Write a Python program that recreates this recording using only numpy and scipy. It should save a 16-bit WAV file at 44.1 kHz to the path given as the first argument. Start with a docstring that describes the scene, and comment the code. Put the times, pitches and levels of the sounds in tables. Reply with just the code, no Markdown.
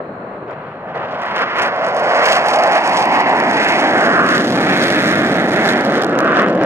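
"""Jet exhaust: a twin-engined fighter lifts off on afterburner and climbs past over an open snowy airfield.
The roar is shaped noise in three bands: a howl that swells as the jet comes abeam, a rasp of fine turbulence
and a deep rumble that grows as the nozzles swing round. An uneven train of shock fronts makes it rip and
crackle, with single sharp cracks on top; faint bands of noise fade early and dull thunder comes off the field.
A closely spaced microphone pair hears it from the right, through a lag, a balance and scattered treble."""
import sys
import numpy as np
from scipy import signal
from scipy.fft import rfft, irfft
from scipy.io import wavfile
from scipy.ndimage import uniform_filter1d, minimum_filter1d

SR = 44100
rng = np.random.default_rng(int(sys.argv[2]) if len(sys.argv) > 2 else 0)


def digitize_waveform(pressure):
    """Quantize a signal to 16-bit integers and store it at the path in sys.argv[1].

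    Rows of a 2-D input are taken as channels; values are limited to [-1, 1].
    """
    field = np.atleast_2d(pressure).T
    bounded = np.clip(field, -1, 1)
    quanta = np.round(bounded * 32767).astype(np.int16)
    wavfile.write(sys.argv[1], SR, quanta)


N = 293265  # length [samples]

# filter frames [samples], their times [s] and the frequencies of their bins [Hz]
FRAME, HOP = 2048, 256
FRAME_S = np.arange(N // HOP + 2) * HOP / SR
BIN_HZ = np.maximum(np.arange(FRAME // 2 + 1) * SR / FRAME, 1)

# moving air focuses the roar into brief surges or, with negative rises, thins it:
# (middle [s], length [s], rise of the roar [dB], rise of the crackle [dB])
SURGES = [(0.0, 0.027, 8.5, -1), (0.36, 0.06, 1.5, 6), (0.425, 0.039, 4, 0), (0.508, 0.085, 5, 11),
          (0.894, 0.06, 2.5, 6), (0.963, 0.045, 8, 11), (1.025, 0.1, 6, 4), (1.122, 0.1, 2, 9),
          (1.266, 0.17, 2.5, 6), (1.37, 0.057, 4.5, 18), (1.419, 0.062, 7.5, 12), (1.622, 0.15, 6.5, 20),
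          (1.74, .08, -0.5, 0), (1.868, 0.11, 1.5, 9), (1.98, 0.06, 0.5, 7.5), (2.311, 0.17, 0.5, 9),
          (2.422, .06, -2, -4), (2.536, 0.13, 0.1, 6), (2.773, 0.054, 2.5, 4.5), (2.814, 0.063, -2, -10),
          (2.945, 0.44, -0.5, 3), (3.084, 0.1, -2.5, -10), (3.158, 0.046, 1, -1), (3.241, 0.045, -3.5, -15),
          (3.484, 0.17, 0.5, -2), (3.653, 0.16, -1.5, 5.5), (3.81, 0.077, 0.5, 3), (4.05, 0.068, 1, 4),
          (4.2, 0.088, 0, -1.5), (4.996, 0.07, -1, -2), (5.476, 0.11, -1.5, -3), (5.69, 0.1, 0.5, 3.5),
          (5.98, 0.13, 0.8, 5), (6.075, 0.09, -1.7, -2), (6.385, 0.073, 2, 7.5), (6.632, 0.055, 2.5, 5)]
# share of the roar's rise that these parts follow; long waves are bent less
HOWL_FOLLOWS, RUMBLE_FOLLOWS = 0.81, 0.11

# large eddies at the end of the plume, before gain and surges: (time [s], level [dB])
RUMBLE_LEVEL = [(0, -35), (0.42, -37.5), (0.7, -40.5), (1.6, -36), (2.3, -29), (2.75, -29), (2.95, -25.5),
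                (3.4, -22.5), (4.2, -19), (4.6, -16.5), (5.3, -17.5), (6.1, -19), (6.6, -17)]
# rumble spectrum round its moving centre: (multiple of the centre, relative density [dB per Hz])
RUMBLE_COLOUR = [(.08, -59), (.18, -32.5), (.34, -20.5), (.52, -10), (.72, -3.5), (.95, -2), (1.25, -2),
                 (1.7, -7), (2.4, -14.5), (4.8, -56), (70, -150)]
# mixing noise of the jets, before gain and surges: (time [s], level [dB])
HOWL_LEVEL = [(0, -31.5), (0.8, -32), (0.97, -29), (1.2, -25.5), (1.5, -25.5), (1.75, -21.5), (2.3, -17),
              (2.68, -16), (2.88, -16.5), (3.15, -13.5), (3.35, -17), (3.85, -17), (4.18, -20.5),
              (4.3, -25), (4.5, -22.5), (4.65, -20.5), (4.8, -21), (5.05, -22), (5.8, -20), (6.65, -19)]
# howl spectrum round its moving centre: (multiple of the centre, relative density [dB per Hz])
HOWL_COLOUR = [(.1, -41), (.52, -13.5), (.7, -6.5), (.86, -0.5), (1, -0.5), (1.16, -1.5), (1.45, -8.5),
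               (2, -12.5), (4, -44), (30, -130)]
# wavering pitch of the howl, highest near the pass abeam: (time [s], centre [Hz], width factor)
HOWL_PITCH = [(0, 527, 1.31), (.33, 580, 1.31), (.42, 413, 1.33), (.53, 565, 1.36), (1.0, 650, 1.23),
              (1.12, 660, 1), (1.25, 785, 1.28), (1.41, 605, 1.43), (1.6, 694, 1.66), (1.8, 645, 0.78),
              (2.1, 616, 0.9), (2.45, 690, 0.68), (2.68, 720.2, 0.76), (2.92, 810, 1.1),
              (3.15, 850.3, 0.95), (3.45, 765.4, 1.1), (3.8, 730, 1.02), (4.2, 627, 0.68),
              (4.45, 610, 0.79), (4.65, 688.1, 1.1), (4.85, 633, 0.86), (5.2, 610, 0.76), (5.65, 674, 0.82),
              (6.1, 580, 1.23), (6.65, 610, 0.72)]
# fine turbulence near the nozzles, before gain and surges: (time [s], level [dB])
RASP_LEVEL = [(0, -39), (0.85, -41.5), (1.2, -30.5), (1.5, -28.5), (1.75, -26.5), (2.1, -19), (2.3, -19),
              (2.6, -23.5), (2.8, -22.5), (2.97, -27.5), (3.1, -25.5), (3.28, -23), (3.41, -21), (3.5, -25),
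              (3.62, -18), (3.85, -21), (4.03, -19.5), (4.2, -17), (4.35, -17.5), (4.5, -23), (4.75, -19.5),
              (4.92, -21.5), (5.3, -21), (5.47, -21.5), (5.68, -21.7), (5.85, -24.5), (6.05, -21.5),
              (6.4, -21.5), (6.55, -27), (6.65, -23.5)]
# rasp spectrum round its moving centre: (multiple of the centre, relative density [dB per Hz])
RASP_COLOUR = [(.2, -37), (.52, -17), (.73, 5.5), (1, 6), (1.3, -1), (1.6, -10.5), (2.1, -14.5), (3, -27.5),
               (5, -52), (14, -100)]
# colour as the aircraft passes:
# (time [s], rumble centre [Hz], rasp centre [Hz], rasp width factor, crackle tilt [dB per octave])
PASS_COLOUR = [(0, 215, 1220, 0.72, -6), (1.1, 205, 1255, 1.27, -7.5), (1.6, 205.6, 1420, 1.26, -6),
               (2.0, 224, 1440, 1.34, -2), (2.5, 268, 1680, 1.297, -0.9), (3.2, 268, 1950, 1.23, 1),
               (3.42, 256, 1800, 0.97, -0.5), (3.75, 266, 2000, 1.04, -1), (4.05, 267, 1570, 0.88, -1),
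               (4.2, 259.8, 1400, 0.88, -0.5), (4.7, 245, 1795, 1.11, 2.5), (5.2, 234, 1690, 1.05, 3.5),
               (5.7, 256, 1784, 0.92, 2.2), (6.2, 272, 1371, 0.89, -2.5), (6.65, 254, 1520, 0.95, -6)]
RUMBLE_DB, HOWL_DB, RASP_DB = 0.5, 0.5, -0.4  # gain of each part of the roar
# the ground echo hollows the roar between howl and rasp; positive levels fill it:
# (time [s], centre [Hz], level [dB])
HOLLOW = [(0, 830, -0.5), (1.5, 795, -3), (2.1, 900, 1.5), (2.6, 1270, 2), (3.1, 1510, -6),
          (3.6, 1252, -0.5), (4.3, 969.5, 0), (5.2, 880, -1), (5.7, 1020, 0), (6.3, 880, -3.5)]
HOLLOW_OCTAVES = 0.25

# thunder from the field: (frequency [Hz], relative density [dB per Hz])
FIELD_COLOUR = [(20, -30), (45, -26), (80, -13.5), (130, 0), (200, -3), (400, -25), (2000, -70)]
# faint early bands of noise, two narrow and one broad, before their fade:
# (centre [Hz], width [Hz], level [dB])
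FAINT_BANDS = [(2570, 160, -78), (4100, 300, -69), (7600, 1100, -77)]
FAINT_BANDS_END_S = 1.5

# shock fronts, their share before the bass is spared and the limits on share and power:
# (time [s], fronts per second [1/s], share of the roar [0-1], power of a front's height that gives its treble)
SHOCKS = [(0, 210, 0.2, 2), (.8, 223, 0.2, 3), (1.1, 294, 0.07, 3.5), (1.4, 356, 0.5, 4.2),
          (1.6, 427, 0.74, 5.5), (2.0, 560, 0.64, 2.6), (2.6, 504, 0.68, 3.5), (3.2, 413, 0.28, 1.78),
          (4.2, 340, 0.51, 0.95), (4.7, 311, 0.76, 0.76), (5.6, 285, 0.65, 1.1), (6.2, 263, 0.6, 2.4)]
# steep edges of the shock fronts, before gain and surges: (time [s], level [dB])
CRACKLE_LEVEL = [(0, -79), (0.8, -71), (1.2, -58), (1.5, -57.5), (1.78, -58.5), (2.1, -44.5), (3.0, -43.5),
                 (4.2, -44), (4.35, -38.5), (4.5, -41.5), (4.8, -39.5), (5.1, -41.5), (5.7, -42),
                 (5.9, -46), (6.3, -50), (6.6, -51.5)]
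# spectrum of the crackle before any tilt: (frequency [Hz], relative density [dB per Hz])
CRACKLE_COLOUR = [(20, -110), (800, -26.5), (2000, 3), (3000, 3), (4200, 1), (5400, -2), (6500, -3),
                  (8000, -5.5), (10000, -14), (12500, -27.5), (15000, -37)]
# the sharpest single cracks, before the gain of their bright edge: (time [s], height of the treble [dB])
CRACKS = [(0.511, -42), (0.9592, -39), (1.2026, -39), (1.218, -31), (1.234, -30), (1.262, -31),
          (1.3089, -41), (1.362, -24), (1.3668, -27), (1.392, -26), (1.4101, -34), (1.4206, -26),
          (1.558, -33), (1.5673, -30), (1.5842, -24), (1.5919, -24), (1.6211, -16), (1.6265, -17),
          (1.6344, -19), (1.6446, -25), (1.6628, -24), (1.6723, -28), (1.7626, -31), (1.8666, -25),
          (1.8864, -25), (1.9482, -24), (1.967, -20), (1.9971, -24), (2.239, -22), (2.2722, -24),
          (2.4619, -19), (2.4862, -12), (2.507, -20), (2.6368, -12), (2.7215, -16), (2.8765, -15),
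          (2.9616, -22), (2.9885, -18), (3.056, -16.5), (3.1258, -21), (3.206, -18), (3.2954, -19),
          (3.4014, -16), (3.5123, -15.5), (3.6466, -19), (3.695, -24), (4.0113, -19), (4.265, -18.5),
          (4.2906, -15), (4.9036, -14), (5.087, -20), (5.1351, -22), (5.2506, -22), (5.8091, -17),
          (5.8507, -18), (5.9222, -24), (5.9403, -22), (5.9555, -23), (5.9819, -26), (6.0218, -15),
          (6.0361, -18), (6.046, -15.5), (6.0672, -27), (6.0957, -30), (6.1889, -13.5), (6.2045, -18),
          (6.2462, -25), (6.3317, -31), (6.3704, -26), (6.396, -28), (6.4205, -22), (6.4842, -26),
          (6.5024, -27), (6.5534, -28), (6.636, -22.5)]
SWALLOW_S = 0.0019  # a crack swallows the smaller fronts within this span, centred on it

# direction of the sound:
# (time [s], factor on the lag between capsules, extra scatter [dB], left minus right to add [dB])
BEARING = [(0, 0.51, 16, 8.5), (.7, 0.69, 9, 7), (1.2, 0.79, 4, 5), (2.0, 0.96, 1.5, 4),
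           (2.6, 0.97, 1.5, 3.5), (3.2, 1, 4, 4), (3.8, 0.94, 0.5, 4), (4.4, 0.89, 4.5, 4.5),
           (5.6, 0.88, 4.5, 3.5), (6.65, 0.62, 7, 5.5)]
# microphone pair, before bearing:
# (frequency [Hz], sensitivity [dB], left minus right [dB], share of scattered sound [0-1])
PAIR = [(310, -0.5, -4, 0), (730, 1.3, -5, 0), (1310, 1.5, -5.5, 0.04), (1900, 5, -7.5, 0),
        (2620, 6, -4, 0.07), (3800, 3, -4, 0.02), (5060, 4, -5.5, 0.06), (8200, -3.5, -6, 0.15),
        (13800, 9, -4, 0.12)]
# lag of the pair, before bearing: (frequency [Hz], phase by which right leads [radians])
PAIR_PHASE = [(300, 0.033), (650, 0.4), (1000, 0.68), (1400, 1.65), (2000, 1.85), (2900, 2.48), (3800, 3.4),
              (5500, 4.53), (7000, 6.04), (11000, 8.2), (15000, 9.6)]
# level of the upper mids round PRESENCE_HZ, which dips and later rises: (time [s], level [dB])
PRESENCE = [(0, 2), (2.0, -4), (3.1, -1), (3.5, -1), (4.3, 1.5), (4.7, 5.5), (5.3, 6), (5.8, 5), (6.65, 0)]
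PRESENCE_HZ, PRESENCE_OCTAVES = 3750, 0.24
CUTOFF_HZ = 15200


def from_db(db):
    """Decibels to gain."""
    return 10 ** (np.asarray(db) / 20)


def in_time(rows, at=FRAME_S):
    """The columns of a curve at the given times."""
    times, *columns = np.transpose(rows)
    return [np.interp(at, times, column) for column in columns]


def at_hz(rows, hz=BIN_HZ):
    """The columns of a spectrum, joined on a log-frequency axis."""
    points, *columns = np.transpose(rows)
    return [np.interp(np.log(hz), np.log(points), column) for column in columns]


def bell(centre_hz, octaves):
    """Weight by frequency, 1 at a centre that may move from frame to frame."""
    distance = np.log2(BIN_HZ / np.reshape(centre_hz, (-1, 1)))
    return np.exp(-(distance / octaves) ** 2)


def above(hz, corner_hz):
    """Weight that rises steeply from 0 to 1 round a corner."""
    return 1 / (1 + (corner_hz / hz) ** 4)


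def drift(rate_hz):
    """Slow random wander, one value a frame, spread 1."""
    r = np.exp(-2 * np.pi * rate_hz * HOP / SR)
    count = len(FRAME_S)
    noise = rng.standard_normal(2 * count)
    # the first half only lets the filter settle
    slow = signal.lfilter([1], [1, -2 * r, r * r], noise)[count:]
    return slow / slow.std()


def evened(x, span_s):
    """Bring the running power to 1."""
    running_power = uniform_filter1d(x * x, max(int(span_s * SR), 2))
    return x / np.sqrt(np.maximum(running_power, 0) + 1e-12)


def through(x, response):
    """Pass a signal through a filter that changes from frame to frame, by overlapping windows."""
    count, lead = len(FRAME_S), FRAME // 2 - HOP
    index = HOP * np.arange(count)[:, None] + np.arange(2 * HOP)
    pieces = np.pad(x, (HOP, FRAME))[index] * signal.get_window("hann", 2 * HOP)
    filtered = irfft(rfft(pieces, FRAME) * response)
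    # centre each piece in its frame, so that ringing before and after it both fit
    filtered = np.roll(filtered, lead, axis=1) * signal.get_window(("tukey", .5), FRAME)
    out = np.zeros(count * HOP + FRAME)
    for k, piece in enumerate(filtered):
        out[k * HOP:k * HOP + FRAME] += piece
    return out[lead + HOP:lead + HOP + N]


def pulse(power, lean):
    """Response with this power; lean 1 gives a steep front and a rebound, lean 0 a symmetric spike."""
    cepstrum = irfft(.5 * np.log(power + 1e-18))
    cepstrum[:, 1:FRAME // 2] *= 1 + lean
    cepstrum[:, FRAME // 2 + 1:] *= 1 - lean
    return np.exp(rfft(cepstrum))


def layer(colour, level_db, flutter_db, centre_hz=1, width=1, tilt_db=0):
    """Power by frame and frequency of one layer; turbulent air makes its level flutter."""
    centre_hz, width, tilt_db = [np.reshape(v, (-1, 1)) for v in (centre_hz, width, tilt_db)]
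    place = (BIN_HZ / centre_hz) ** (1 / width)
    shape = from_db(at_hz(colour, place)[0] + tilt_db * np.log2(place)) ** 2
    shape = shape / shape.mean(axis=1, keepdims=True)
    level = from_db(level_db + flutter_db * drift(3.2))
    return shape * level[:, None] ** 2


def surges():
    """Each surge swells and fades as one broad arch: (rise of the roar, rise of the crackle) in dB."""
    roar_db, crackle_db = 0, 0
    for middle_s, length_s, roar_rise_db, crackle_rise_db in SURGES:
        arch = 1 - np.minimum(np.abs(2 * (FRAME_S - middle_s) / length_s), 1) ** 3
        roar_db = roar_db + roar_rise_db * arch
        crackle_db = crackle_db + crackle_rise_db * arch
    return roar_db, crackle_db


def rumble(surge_db):
    """Power of the deep noise that large eddies make at the end of the plume."""
    level_db = in_time(RUMBLE_LEVEL)[0] + RUMBLE_DB + RUMBLE_FOLLOWS * surge_db
    centre_hz = in_time(PASS_COLOUR)[0]
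    return layer(RUMBLE_COLOUR, level_db, flutter_db=0.5, centre_hz=centre_hz, width=0.88)


def howl(surge_db):
    """Power of the jets' mixing noise, a broad band whose centre moves as the aircraft passes."""
    level_db = in_time(HOWL_LEVEL)[0] + HOWL_DB + HOWL_FOLLOWS * surge_db
    centre_hz, width = in_time(HOWL_PITCH)
    return layer(HOWL_COLOUR, level_db, flutter_db=0.65, centre_hz=centre_hz, width=width)


def rasp(surge_db):
    """Power of the fine turbulence near the nozzles, which follows the surges in full."""
    level_db = in_time(RASP_LEVEL)[0] + RASP_DB + surge_db
    _, centre_hz, width, _ = in_time(PASS_COLOUR)
    return layer(RASP_COLOUR, level_db, flutter_db=2.0, centre_hz=centre_hz, width=width)


def ground_echo():
    """Power factor of the moving hollow where the ground echo meets the direct sound."""
    centre_hz, level_db = in_time(HOLLOW)
    return from_db(level_db[:, None] * bell(centre_hz, HOLLOW_OCTAVES)) ** 2


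def field_thunder():
    """Power of the dull thunder that comes back from the field and the tree line."""
    return layer(FIELD_COLOUR, level_db=-44.0, flutter_db=3.0)


def faint_bands():
    """Power of the faint bands of noise heard early on, two narrow and one broad, that fade."""
    power = 0
    for centre_hz, width_hz, level_db in FAINT_BANDS:
        band = np.exp(-2 * ((BIN_HZ - centre_hz) / width_hz) ** 2)
        power = power + band / band.mean() * from_db(level_db) ** 2
    fade = np.clip(1 - (FRAME_S / FAINT_BANDS_END_S) ** 2, 0, 1)
    return fade[:, None] * power


def shock_train(spread_db, bunch_db):
    """Fronts at uneven gaps; a strong one has swallowed its neighbours, so it follows a longer gap."""
    count = 6000  # more fronts than the scene can hold
    per_s = in_time(SHOCKS)[0]
    gaps = rng.gamma(4, 1 / 4, count)  # mean 1
    # a front falls due each time the running count of expected fronts has grown by one gap
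    at_s = np.interp(np.cumsum(gaps), np.cumsum(per_s) * HOP / SR, FRAME_S)
    bunching = np.interp(at_s, FRAME_S, drift(62))
    sizes = np.sqrt(gaps) * from_db(spread_db * rng.standard_normal(count) + bunch_db * bunching)
    index = (at_s * SR).astype(int)
    inside = index < N
    train = np.zeros(N)
    train[index[inside]] = np.tanh(sizes[inside] / 2)
    return train


def scattered(train, decay_s):
    """Each front becomes a short dying burst of noise with the same energy."""
    r = np.exp(-1 / (decay_s * SR))
    energy = signal.lfilter([1 - r], [1, -r], train ** 2 + 1e-18)
    return np.sqrt(energy) * rng.standard_normal(N)


def roar(train, power):
    """Smooth mixing noise and shock fronts share one spectrum: (direct, diffuse) sound."""
    # the fronts are too short to carry the deepest bass
    share = np.clip(in_time(SHOCKS)[1], .01, .95)[:, None] * above(BIN_HZ, corner_hz=150)
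    # soft limiting evens the heights of the fronts
    train = evened(np.tanh(train / 0.5), span_s=0.038)
    fronts = pulse(power * share, lean=0.5)
    smooth = np.sqrt(power * (1 - share))
    direct = through(-train, fronts) + through(rng.standard_normal(N), smooth)
    diffuse = through(scattered(train, decay_s=0.00058), fronts) + through(rng.standard_normal(N), smooth)
    return np.array([direct, diffuse])


def steep_edges(edges, power, scatter_db, hiss_db):
    """Steep fronts with scatter; spurts of hiss surround them, before and after: (direct, diffuse) sound."""
    nearby = np.sqrt(np.maximum(uniform_filter1d(edges ** 2, int(.005 * SR)), 0))
    hiss = from_db(hiss_db) * nearby * rng.standard_normal((2, N))
    direct = -edges + from_db(scatter_db) * scattered(edges, decay_s=0.00052)
    diffuse = scattered(edges, decay_s=0.00055)
    colour = pulse(power, lean=0.67)
    return np.array([through(x, colour) for x in np.array([direct, diffuse]) + hiss])


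def crackle(train, surge_db, tallest, cluster_db, gain_db):
    """Strong fronts are also the steepest, so they carry most of the treble; they tear in uneven clusters."""
    level_db = in_time(CRACKLE_LEVEL)[0] + surge_db
    tilt_db = in_time(PASS_COLOUR)[3]
    steepening = np.clip(in_time(SHOCKS, np.arange(N) / SR)[2], 1, 8)
    level = from_db(np.interp(np.arange(N) / SR, FRAME_S, level_db + cluster_db * drift(37)))
    edges = tallest * np.tanh(evened(train ** steepening, span_s=0.053) / tallest)
    # faint, distant fronts have lost their top in the air
    dull_db = .45 * np.minimum(level_db + 57.5, 0)
    power = layer(CRACKLE_COLOUR, gain_db, flutter_db=2.07, tilt_db=tilt_db + dull_db)
    return steep_edges(evened(edges, span_s=.1) * level, power, scatter_db=-2.5, hiss_db=-7)


def crack_train():
    """The single cracks as clicks of their own heights."""
    clicks = np.zeros(N)
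    for time_s, height_db in CRACKS:
        clicks[int(time_s * SR)] = from_db(height_db)
    return clicks


def single_cracks(clicks):
    """The bright steep edges of the sharpest fronts: (direct, diffuse) sound."""
    bright = layer(CRACKLE_COLOUR, level_db=8.5, flutter_db=0, tilt_db=3)
    return steep_edges(clicks, bright, scatter_db=-3, hiss_db=-11)


def microphones(direct, diffuse):
    """The right capsule hears the jet first; the bass is common to both, scatter sets the treble apart."""
    lag_factor, scatter_db, pan_db = [column[:, None] for column in in_time(BEARING)]
    gain_db, balance_db, apart = at_hz(PAIR)
    gain_db = gain_db + in_time(PRESENCE)[0][:, None] * bell(PRESENCE_HZ, PRESENCE_OCTAVES)
    phase = at_hz(PAIR_PHASE)[0] * lag_factor
    apart = np.clip(apart * from_db(scatter_db) ** 2, 0, .5)
    channels = []
    for side in (1, -1):  # left, right
        offset = side * above(BIN_HZ, corner_hz=322) ** 2
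        level = from_db(gain_db + offset * (balance_db + pan_db) / 2)
        capsule = level * np.exp(-.5j * offset * phase)
        common = through(direct, capsule * np.sqrt(1 - apart))
        # scatter enters the two sides with opposite sign
        channels.append(common + through(diffuse, capsule * offset * np.sqrt(apart)))
    return np.array(channels)


def scene():
    """One train of shocks runs through the roar and its crackle; surges move them together."""
    surge_db, crackle_surge_db = surges()
    power = (rumble(surge_db) + howl(surge_db) + rasp(surge_db)) * ground_echo()
    power = power + field_thunder() + faint_bands()
    cracks = crack_train()
    clear_of_cracks = minimum_filter1d(1. * (cracks == 0), max(int(SWALLOW_S * SR), 1))
    train = shock_train(spread_db=0.23, bunch_db=1.42) * clear_of_cracks
    # each single crack is also a front of full height within the roar
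    sound = roar(train + (cracks > 0), power)
    sound = sound + crackle(train, crackle_surge_db, tallest=23, cluster_db=2.0, gain_db=5.0)
    sound = sound + single_cracks(cracks)
    return microphones(*sound)


def record(dry):
    """The highest peaks are rounded, the sound opens without a click and the top is cut."""
    top = .95  # full scale is 1
    rounded = dry / (1 + (dry / top) ** 16) ** (1 / 16)
    opening = np.minimum(np.arange(N) / (.003 * SR), 1)
    top_cut = signal.ellip(10, .1, 80, CUTOFF_HZ, fs=SR, output="sos")
    return signal.sosfilt(top_cut, rounded * opening)


dry = scene()
out = record(dry)
digitize_waveform(out)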